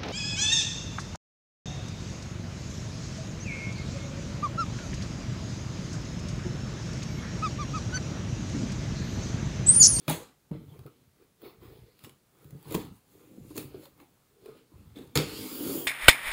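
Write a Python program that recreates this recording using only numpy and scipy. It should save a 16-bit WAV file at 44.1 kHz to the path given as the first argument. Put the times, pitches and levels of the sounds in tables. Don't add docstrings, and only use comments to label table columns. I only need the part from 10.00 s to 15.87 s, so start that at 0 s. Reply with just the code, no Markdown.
import sys
import numpy as np
from scipy import signal
from scipy.fft import rfft, irfft, next_fast_len
from scipy.io import wavfile
from scipy.ndimage import uniform_filter1d

SR = 44100
rng = np.random.default_rng(int(sys.argv[2]) if len(sys.argv) > 2 else 0)


def store_wav(level_fs):
    pcm = np.round(np.clip(np.atleast_2d(level_fs), -1, 1) * 32767)
    wavfile.write(sys.argv[1], SR, pcm.T.astype(np.int16))


def ratio_of_db(decibels):
    return 10 ** (np.asarray(decibels, float) / 20)


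N = 258867
CLOCK = np.arange(0, N / SR + .001, .001)

# centre_hz, width_hz, level_db
TABLE_MODES = [(52.7, 21, -8), (96.7, 30, -2), (148, 27, 0.5)]
PANEL_MODES = [(203, 29, -1.5), (255, 18.7, 0), (310, 36, -0.5), (390, 49, -0.5), (456.3, 45, 2),
               (586, 160, -8)]
BLADE_MODES = [(772, 183, -5.5), (1227, 406, -4), (2277, 720, -2), (2740, 880, -1), (3400, 720, -1.5),
               (4330, 740, -3.5), (5250, 500, -8)]
TAPE_MODES = [(6950, 1400, -2.5), (9750, 1150, 0.3), (11930, 2160, -0.14), (13830, 2500, -0.8),
              (15360, 840, 2)]

# frequency_hz, density_db (per Hz)
HUSH_SPECTRUM = [(15, -54), (25, -10.5), (137, 2.5), (269, -8), (438, -8), (589, -11), (815, -16.5),
                 (1130, -17.5), (1330, -18), (2820, -21), (15900, -23)]
# frequency_hz, t60_s
ROOM_DECAY = [(100, 0.18), (500, 0.26), (3000, 0.25), (12000, 0.28)]

# peak_s, blade_db, film_over_blade_db, rise_s, fall_s
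SCRAPES = [(.01, -68, -6, .1, .3), (0.091, -30.5, -2, 0.017, 0.19), (.235, -52, -4, .5, .07),
           (2.96, -66, 2, .2, .2), (.53, -56, -14, .03, 0.32), (.74, -63, -2.5, 0.55, 0.71),
           (1.226, -68.5, -4, 0.21, .15), (1.456, -51, -3.5, 0.088, 0.19), (1.635, -57, -3, 0.088, 0.73),
           (2.055, -56, -3.5, 0.21, .17), (2.425, -65.5, 0, 0.35, 1.1), (2.66, -58, -2, 0.32, .1),
           (2.735, -43.5, -2, 0.16, .05), (2.75, -33, -0.5, .03, .03), (2.8, -46.5, -5, 0.12, 0.19),
           (3.12, -66, 1, 0.24, 3.9), (3.51, -62, 2.5, 0.35, 0.23), (3.58, -46, 3, 0.061, 0.19),
           (3.75, -58.5, -9, 0.76, 0.38), (3.84, -56.5, 2, 0.23, 0.15), (4.013, -59.5, -4, 0.13, 0.15),
           (4.477, -58.5, -6, 0.21, 0.33), (4.58, -59.5, -9, 0.38, 0.17), (4.8, -68, -4.5, 0.58, 4),
           (4.965, -53, -7.5, 0.046, 0.37), (5.159, -28, -6, 0.0094, 0.18)]
# peak_s, level_db, panel_pitch_hz, rise_s, fall_s
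PRESSES = [(.03, -63, 300, .3, .3), (0.089, -29, 266, 0.029, 0.16), (.19, -43, 450, 0.14, 0.07),
           (.52, -43.5, 330, 0.0095, 0.13), (.62, -49, 222, .12, 0.19), (.76, -53.5, 400, 0.32, 0.13),
           (.88, -56, 314, 0.16, 0.12), (.99, -62.5, 260, .2, 0.096), (1.226, -59, 374, 0.13, 0.092),
           (1.43, -44.5, 377, 0.041, 0.19), (1.63, -51.5, 300, .12, 0.25), (1.72, -51.5, 415, 0.29, 0.13),
           (1.87, -58.5, 444, .2, 0.14), (2.065, -51.5, 274, 0.16, 0.094), (2.41, -59.5, 410, .2, 0.27),
           (2.545, -52, 330, 0.29, 0.16), (2.745, -34.5, 337, 0.14, 0.1), (2.84, -44.5, 250, 0.24, 0.11),
           (3.21, -53, 330, .2, 0.39), (3.36, -48.5, 218, .3, 0.83),
           (3.51, -44, 310, .04, .05), (3.585, -37.5, 294, 0.1, 0.17), (3.77, -46, 337, 0.2, 0.18),
           (4.013, -52.5, 296, 0.13, 0.088), (4.43, -52, 405, .12, .1), (4.477, -49.5, 397, 0.2, 0.19),
           (4.57, -52.5, 310, .2, 0.16), (4.76, -57.5, 221, 0.18, 0.71), (4.97, -44.5, 307, 0.043, 0.18),
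           (5.03, -47, 300, 0.15, 0.094), (5.12, -55.5, 260, 0.091, 0.14), (5.16, -31, 290, 0.0069, 0.32)]
# start_s, length_s, level_db
SHOVES = [(0.08, 0.067, -42), (0.527, .065, -46), (0.658, 0.15, -53), (1.002, 0.14, -69),
          (1.413, 0.053, -56), (1.58, .24, -58), (2.032, .05, -60), (2.36, .09, -67), (2.444, 0.077, -56.5),
          (2.658, 0.21, -46), (3.103, .28, -63.5), (3.395, .37, -50), (3.892, 0.246, -68),
          (4.418, 0.095, -62), (4.733, 0.36, -53.5), (5.16, 0.26, -48.5), (5.5, .12, -56),
          (5.65, 0.11, -47), (5.8, .07, -53)]
SHOVE_RISE_S, SHOVE_FALL_S = 0.025, 0.13
SPAN_DB = 30.5
# time_s, pressure_db, film_over_blade_db, panel_pitch_hz, blade_tilt (in units of 3 dB per
CUT = [
    (5.2, -50, -22, 310, -1),
    (5.29, -45.5, -5, 345, -0.8),
    (5.373, -42.5, -1, 270, 0),
    (5.46, -41.5, 3.5, 259, 0),
    (5.549, -41, 7.5, 263, -0.7),
    (5.677, -37, 8, 325, -1.7),
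    (5.765, -36, 9, 295, -0.3),
    (5.817, -40.5, 8, 345, -2.6),
    (5.87, -39.5, 14.5, 298, -1.5),
]
# time_s, blade_tilt (units of 3 dB per octave), film_tilt (units of
# 5 dB per octave)
ANGLES = [(.08, -1.06, 0.2), (.27, -1, -3), (.5, -2.5, 1), (.76, -1.5, 1), (.9, -0.9, 1.5),
          (1.45, -1.4, 3.5), (1.68, -2.5, 1.5), (1.97, 0.2, 1.3), (2.1, -2, 0), (2.65, -1.5, 0.9),
          (2.8, -1.5, -0.3), (3.35, -1.5, 0.7), (3.54, 0, -0.5), (3.66, -1.5, 0.9), (3.85, -1.2, 1),
          (4.0, -2.5, 0.5), (4.479, -1.1, 0.4), (5.1, -1.2, -0.5)]
CUT_BLADE_DB = -1.57
BLADE_YIELDS = 0.74
FILM_FALL = 0.8
FILM_TILT, FILM_BRIGHTENS = 0.1, 0.15

# start_s, length_s, pitch_hz, level_db
SQUEAKS = [(0, .012, 3400, -64), (0.02, 0.016, 3480, -69), (.525, .065, 2100, -66),
           (.095, 0.012, 9800, -31), (5.39, .07, 1550, -58), (.685, .032, 3420, -66),
           (.712, .028, 3200, -67), (5.405, .05, 2080, -56), (.862, 0.025, 1230, -55),
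           (2.04, 0.032, 5400, -63), (2.04, .04, 7800, -66), (2.744, 0.012, 950, -31),
           (4.7, 0.081, 1000, -67), (4.956, .014, 3550, -52), (4.971, .011, 3550, -49),
           (4.986, .009, 3800, -54), (5.005, .03, 3800, -62), (4.77, .036, 14450, -71),
           (4.845, .036, 14500, -71), (5.024, .036, 14400, -69), (5.096, .036, 14450, -71),
           (2.04, 0.023, 2900, -53.5), (5.157, 0.01, 4450, -26), (5.156, 0.02, 6850, -32.5),
           (3.506, 0.014, 1100, -54), (3.555, .014, 1050, -52), (1.455, .05, 4350, -63)]
# start_s, length_s, pitch_hz, level_db
BREAKTHROUGH = (5.1743, .0006, 4300, -8.5)

# start_s, tape_peak_db, blade_db (re tape), t60_s
SNAPS = [(0.0798, -27, 5.5, 0.048), (.0964, -18, -5, .022), (0.11, -26, 1.5, .024), (.513, -53, 8, 0.03),
         (.863, -46, 2, 0.02), (1.4177, -45.5, -3, .035), (2.0453, -37, 1, .026), (2.7072, -37, -2, 0.05),
         (2.744, -27.5, -3, 0.036), (3.5775, -23.5, -7, 0.024), (3.556, -42, -11, .03),
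         (3.503, -50, -6, .06), (3.742, -58, 6, .02), (3.8546, -41, 1, 0.026), (4.0001, -52, 8, 0.03),
         (4.9636, -59, -5, .027), (5.1551, -16, 2.5, 0.025)]
# start_s, tape_peak_db, blade_db (re tape)
TICKS = [(.7916, -44, 2), (.8714, -52, -8), (1.9914, -47, 3), (2.0385, -36.5, 0), (2.0943, -41.5, 0.5),
         (2.387, -55, -7), (2.4443, -47, 0), (2.507, -41, -4), (2.6274, -43.5, -5.5), (2.6704, -55, -7),
         (2.7228, -26.5, -5), (2.7474, -25, -1), (2.8504, -48, -1), (3.5661, -30, -15), (3.9772, -52, -5),
         (4.4588, -47, 7.5), (4.9866, -47, 3), (5.0739, -51, -3), (5.1742, -13, -2), (5.5744, -36, -22)]
TICK_T60_S = 0.014

# start_s, peak_db, pitch_hz
THUDS = [(.08, -23, 150), (.0868, -19, 150), (.1065, -25, 155), (.119, -27, 150), (.51, -27, 170),
         (.53, -32, 170), (.543, -33, 149), (.565, -33, 160), (.59, -38, 213), (.612, -39, 227),
         (.722, -38, 140), (.812, -37, 95), (.684, -35.5, 124), (.789, -37, 125), (.853, -35.5, 138),
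         (2.037, -39.5, 124), (2.453, -39.5, 142), (2.528, -31.5, 148), (2.551, -30.5, 155),
         (2.747, -20.5, 169), (2.911, -35.5, 108), (3.583, -38, 196), (5.159, -18, 130),
         (5.174, -16.5, 151), (5.194, -19.5, 148)]
KNOCKS = [(.081, -23, 622), (.097, -23.5, 826), (.103, -20, 282), (.111, -24.5, 614), (.122, -26.5, 252),
          (.514, -37, 408), (.52, -43, 577), (.548, -42.5, 570), (.79, -44, 380), (.856, -39.5, 467),
          (.858, -41, 323), (.872, -42.5, 400), (.2, -42, 485), (.215, -39, 507), (3.556, -32, 334),
          (3.72, -44, 328), (3.775, -39.5, 305), (3.83, -48, 560), (3.865, -47, 550), (2.45, -46, 310),
          (1.426, -38, 380), (1.459, -35, 366), (2.749, -28, 432), (2.918, -38.5, 200), (3.149, -48.5, 390),
          (3.506, -33.5, 317), (3.572, -29.5, 302), (3.744, -29, 390), (4.458, -38, 413),
          (4.485, -34.5, 397), (4.718, -45.5, 317), (4.968, -33, 297), (5.009, -32, 281), (5.157, -18, 463),
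          (5.164, -23, 294), (5.175, -21.5, 410), (5.184, -20.5, 310), (5.199, -20.5, 468),
          (5.206, -27, 400), (5.216, -28, 410), (5.226, -29, 480), (5.753, -21, 320)]
BUCKLES = [(.5122, -29, 240), (.5153, -19, 175), (.0815, -21, 300), (.148, -31, 500), (2.697, -33, 330),
           (2.712, -24, 310), (2.725, -23, 402), (2.7485, -13, 350), (2.76, -23.5, 220), (2.77, -20.5, 256),
           (2.778, -20.5, 420), (2.799, -25, 264), (2.816, -34, 300), (2.86, -36, 250), (2.885, -39, 300),
           (1.545, -47, 200), (1.5, -44, 420)]
ROCKING = [(1.583, -46, 115), (1.617, -43, 90), (1.652, -39, 115), (1.677, -39, 100), (1.718, -42, 105),
           (1.752, -44, 110), (1.788, -41, 125), (1.82, -44, 100), (1.837, -42, 116), (4.754, -41, 95),
           (4.793, -43, 95), (4.832, -45, 95), (4.871, -45, 95), (4.91, -46, 95)]
JUDDERS = [(5.517, -33, 323), (5.527, -30.5, 310), (5.589, -33, 310), (5.606, -23, 300),
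           (5.633, -23.5, 285), (5.652, -28, 294), (5.664, -21, 264), (5.683, -31, 187),
           (5.695, -28.5, 280), (5.71, -29.5, 334), (5.72, -25, 290), (5.738, -34, 340),
           (5.771, -32.5, 149), (5.775, -34, 382), (5.6, -36, 450), (5.805, -37, 480), (5.832, -35, 430)]
CRACKLES = [(.081, -22, 2460), (.094, -36, 2470), (.103, -28, 3870), (.104, -28, 2360), (.109, -29, 3700),
            (.12, -39, 3620), (.087, -32, 3000), (.098, -31, 2900), (.115, -33, 2200), (.127, -35, 3000),
            (.136, -36, 2600), (.151, -34, 2150), (.515, -46, 1150), (.791, -52, 950), (1.546, -55, 1360),
            (1.617, -53, 1010), (1.628, -57, 3200), (2.812, -46, 2250), (2.826, -47, 1200),
            (2.858, -49, 1000), (2.885, -52, 900), (2.925, -52, 1300), (4.0, -53, 1100), (5.222, -38, 3500),
            (1.43, -58, 4400), (1.446, -51, 3780), (1.452, -55, 4400), (1.449, -50, 2300),
            (1.456, -46, 2230), (1.464, -55, 3760), (1.473, -49, 2350), (2.629, -52, 830),
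            (2.648, -55, 4200), (2.655, -42, 985), (2.672, -46, 820), (2.696, -37, 1020),
            (2.709, -46, 3900), (2.723, -44, 3630), (2.744, -36, 2430), (2.75, -30.5, 3200),
            (2.779, -42, 1000), (2.799, -42, 900), (2.851, -48, 3420), (3.565, -47, 4300),
            (3.565, -46, 1150), (3.578, -32.5, 4350), (3.579, -34, 2590), (3.595, -43, 2370),
            (3.743, -47, 1200), (3.579, -40, 5400), (3.843, -51, 4110), (3.855, -44.5, 3590),
            (5.157, -23, 2170), (5.1748, -23, 4280), (5.181, -28, 2360), (5.183, -32, 4300),
            (5.182, -32, 3500), (5.198, -35, 2600), (5.162, -30, 4500), (5.158, -29, 1150),
            (5.19, -32, 1200), (.081, -31, 5100), (.082, -29, 3500)]
THUD_T60_S, KNOCK_T60_S, BUCKLE_T60_S = 0.059, 0.053, 0.026
ROCK_T60_S, JUDDER_T60_S, CRACKLE_T60_S = 0.06, 0.055, 0.017

# time_s, upper_hz, upper_db, lower_hz, lower_db (re blade friction)
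BITES = [(5.14, 4450, -40, 2150, -34), (5.16, 4400, -20, 2190, -10), (5.28, 4300, -12, 2640, -12),
         (5.35, 4500, -7, 3150, -13), (5.42, 4850, -8, 3400, -9), (5.46, 4500, -12, 3300, -15),
         (5.51, 5000, -7, 2800, -25), (5.55, 4400, -6, 3050, -13), (5.61, 4900, -13, 3150, -11),
         (5.68, 4300, -8, 3500, -10), (5.75, 4950, -8, 3300, -17), (5.79, 4550, -13, 3150, -6),
         (5.87, 4830, -16, 3220, -9)]
BITE_WIDTH_HZ = 380
GAP_HZ, GAP_WIDTH_HZ, GAP_DB = 5800, 450, -2.5


def unit(x):
    return x / np.sqrt(np.mean(x ** 2) + 1e-20)


def along(points, hz):
    f, v = np.transpose(points)
    return np.interp(np.log(hz + 1), np.log(f + 1), v)


def filtered(x, response):
    size = next_fast_len(N + SR // 2)
    return irfft(rfft(x, size) * response(np.fft.rfftfreq(size, 1 / SR)), size)[:N]


def add(track, s, piece):
    spot = track[round(s * SR):][:len(piece)]
    spot += piece[:len(spot)]


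def hush():
    noise = filtered(rng.standard_normal(N), lambda hz: ratio_of_db(along(HUSH_SPECTRUM, hz)))
    return ratio_of_db(-68) * unit(noise)


def stroke(s, db, rise, fall, hold=0):
    before = (s - CLOCK) / max(rise, .004)
    after = (CLOCK - s - hold) / max(fall, .004)
    return db - SPAN_DB * np.clip(np.maximum(before, after), 0, 4)


def controls():
    read = lambda rows: [np.interp(CLOCK, rows[0], column) for column in rows[1:]]
    pressure_db, film_db, cut_hz, cut_tilt = read(np.transpose(CUT))
    blade_tilt, tape_tilt = read(np.transpose(ANGLES))
    pressure_db = pressure_db + stroke(CUT[0][0], 0, .01, 1, hold=1)
    cut_db = pressure_db + CUT_BLADE_DB - BLADE_YIELDS * film_db

    shoves = [stroke(s, db, SHOVE_RISE_S, SHOVE_FALL_S, hold) for s, hold, db in SHOVES]
    blades = [stroke(s, db, rise, fall) for s, db, _, rise, fall in SCRAPES]
    films = [stroke(s, db + film, rise, FILM_FALL * fall) for s, db, film, rise, fall in SCRAPES]
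    table = np.max(shoves, axis=0)
    blade = np.max(blades + [cut_db], axis=0)
    tape = np.max(films + [cut_db + film_db], axis=0)

    hands = PRESSES
    loads = np.array([stroke(s, db, rise, fall) for s, db, _, rise, fall in hands] + [pressure_db])
    weight = ratio_of_db(2 * loads)
    pitches = [row[2] for row in hands]
    pitch_hz = (pitches @ weight[:-1] + cut_hz * weight[-1]) / weight.sum(axis=0)

    cutting = CLOCK > 5.15
    blade_tilt = np.where(cutting, cut_tilt, blade_tilt)
    tape_tilt = np.where(cutting, FILM_TILT + FILM_BRIGHTENS * (tape - blade), tape_tilt)
    rows = table, loads.max(axis=0), blade, tape, pitch_hz, blade_tilt, tape_tilt
    return [np.interp(np.arange(N) / SR, CLOCK, row) for row in rows]


def slips(per_s, spread_db, smooth):
    when, how_big, which_way = rng.random((3, N))
    size = ratio_of_db(-spread_db * np.log(how_big + .02))
    grains = (when < per_s / SR) * size * np.sign(which_way - .5)
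    share = np.clip(smooth, 0, 1)
    return np.sqrt(1 - share) * unit(grains) + np.sqrt(share) * rng.standard_normal(N)


def drift(x, patchy_db):
    z = signal.stft(x, nperseg=512)[2]
    field = uniform_filter1d(rng.standard_normal(z.shape), size=5, axis=0)
    field = uniform_filter1d(field, size=18, axis=1)
    return unit(signal.istft(z * ratio_of_db(patchy_db * unit(field)), nperseg=512)[1][:N])


def rubbing(table_db, panel_db, blade_db, tape_db):
    table_db, panel_db = np.minimum(table_db, -46), np.minimum(panel_db, -35)
    soft = lambda force, size: np.convolve(force, np.hanning(size) * 2 / size, "same")
    table = soft(slips(per_s=60, spread_db=2.5, smooth=0.35), size=120)
    panel = soft(slips(per_s=110, spread_db=4.0, smooth=0.39), size=24)
    blade = drift(slips(per_s=1800, spread_db=2.0, smooth=0.54), patchy_db=2.5)
    tape = drift(slips(per_s=3500, spread_db=4.5, smooth=0.71), patchy_db=2.5)
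    return (ratio_of_db(table_db - 1.0) * table, ratio_of_db(panel_db - 0.08) * panel,
            ratio_of_db(blade_db + 0.5) * blade, ratio_of_db(tape_db + 0.5) * tape)


def body(force, modes, favour_db):
    out, power = np.zeros(N), 0
    for k, (hz, width, db) in enumerate(modes):
        gain = ratio_of_db(db + favour_db(hz))
        out += (-1) ** k * signal.lfilter(*signal.iirpeak(hz, hz / width, SR), force * gain)
        power = power + gain ** 2 * width
    return out / np.sqrt(uniform_filter1d(power, size=400) * np.pi / SR)


def squeaks():
    out = np.zeros(N)
    for s, length, hz, db in SQUEAKS + [BREAKTHROUGH]:
        t = np.arange(round(length * SR)) / SR
        wander = np.cumsum(rng.normal(0, 0.12 * max(1, hz / 7000), SR // 8))[:len(t)]
        swell = np.sin(np.pi * t / length)
        add(out, s, ratio_of_db(db) * swell * np.sin(2 * np.pi * hz * t + wander))
    return out


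def snaps():
    blade, tape, t = np.zeros(N), np.zeros(N), np.arange(SR // 8) / SR
    for s, db, blade_db, t60 in SNAPS + [(*tick, TICK_T60_S) for tick in TICKS]:
        decay = ratio_of_db(db - 4.5 - 60 * t / np.clip(t60, .003, .3))
        burst = decay * rng.standard_normal((2, len(t)))
        add(tape, s, burst[0])
        add(blade, s, ratio_of_db(blade_db) * burst[1])
    return blade, tape


def bumps():
    kinds = [(THUDS, THUD_T60_S), (KNOCKS, KNOCK_T60_S), (BUCKLES, BUCKLE_T60_S),
             (ROCKING, ROCK_T60_S), (JUDDERS, JUDDER_T60_S), (CRACKLES, CRACKLE_T60_S)]
    out, t = np.zeros(N), np.arange(SR // 4) / SR
    for blows, t60 in kinds:
        for s, db, hz in blows:
            rise = 1 - np.exp(-t / min(0.0018, 2 / hz))
            ring = np.sin(2 * np.pi * hz * t) + 0.16 * np.sin(2 * np.pi * 1.62 * hz * t)
            decay = ratio_of_db(db - 60 * t / np.clip(t60, .01, .25))
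            add(out, s, decay * rise * -ring)
    return signal.lfilter(*signal.butter(2, 50, "high", fs=SR), out)


def table_reflection(x):
    def gap(hz):
        detuning = GAP_HZ ** 2 - hz ** 2
        damping = 1j * hz * GAP_WIDTH_HZ
        return (detuning + damping * ratio_of_db(GAP_DB)) / (detuning + damping)
    return filtered(x, gap)


def room(x):
    out, hop = np.zeros(N), SR // 4
    for start in range(0, N, hop):
        hz, t, z = signal.stft(rng.standard_normal(SR // 2), SR, nperseg=256)
        decay = ratio_of_db(-60 * t / along(ROOM_DECAY, hz)[:, None])
        tail = signal.istft(z * decay, SR, nperseg=256)[1]
        tail = tail / np.linalg.norm(tail)
        add(out, start / SR + .004, signal.fftconvolve(x[start:start + hop], tail))
    return out


def bite(force):
    s, *columns = np.transpose(BITES)
    high_hz, high_db, low_hz, low_db = [np.interp(np.arange(N) / SR, s, column) for column in columns]
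    out, pole = np.zeros(N), np.exp(-np.pi * BITE_WIDTH_HZ / SR)
    force = force * np.sign(rng.standard_normal(N))
    for hz, db in [(high_hz, high_db), (low_hz, low_db)]:
        turn = np.exp(2j * np.pi * np.cumsum(hz) / SR)
        ringing = signal.lfilter([np.sqrt(2 - 2 * pole ** 2)], [1, -pole], force / turn)
        out += ratio_of_db(db) * np.real(turn * ringing)
    return out


def scene():
    *levels, pitch_hz, blade_tilt, tape_tilt = controls()
    table, panel, blade, tape = rubbing(*levels)
    blade_snap, tape_snap = snaps()
    near = body(table, TABLE_MODES, lambda hz: np.zeros(N)) + bumps() + squeaks() + bite(blade)
    near += body(panel, PANEL_MODES, lambda hz: -14 * np.abs(np.log2(hz / pitch_hz)))
    near += body(blade + blade_snap, BLADE_MODES, lambda hz: 3 * blade_tilt * np.log2(hz / 2000))
    near += body(tape + tape_snap, TAPE_MODES, lambda hz: 5 * tape_tilt * np.log2(hz / 10000))
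    near = table_reflection(near)
    background = hush()
    return (near + ratio_of_db(-7.5) * room(near) + background)[None]


def band_limit(x):
    return signal.sosfilt(signal.butter(12, 17040, fs=SR, output="sos"), x)


def record(dry):
    limited = filtered(dry[0], lambda hz: np.where(hz < 15770, 1, ratio_of_db(-36)))
    return band_limit(limited[None])


dry = scene()
out = record(dry)
store_wav(out)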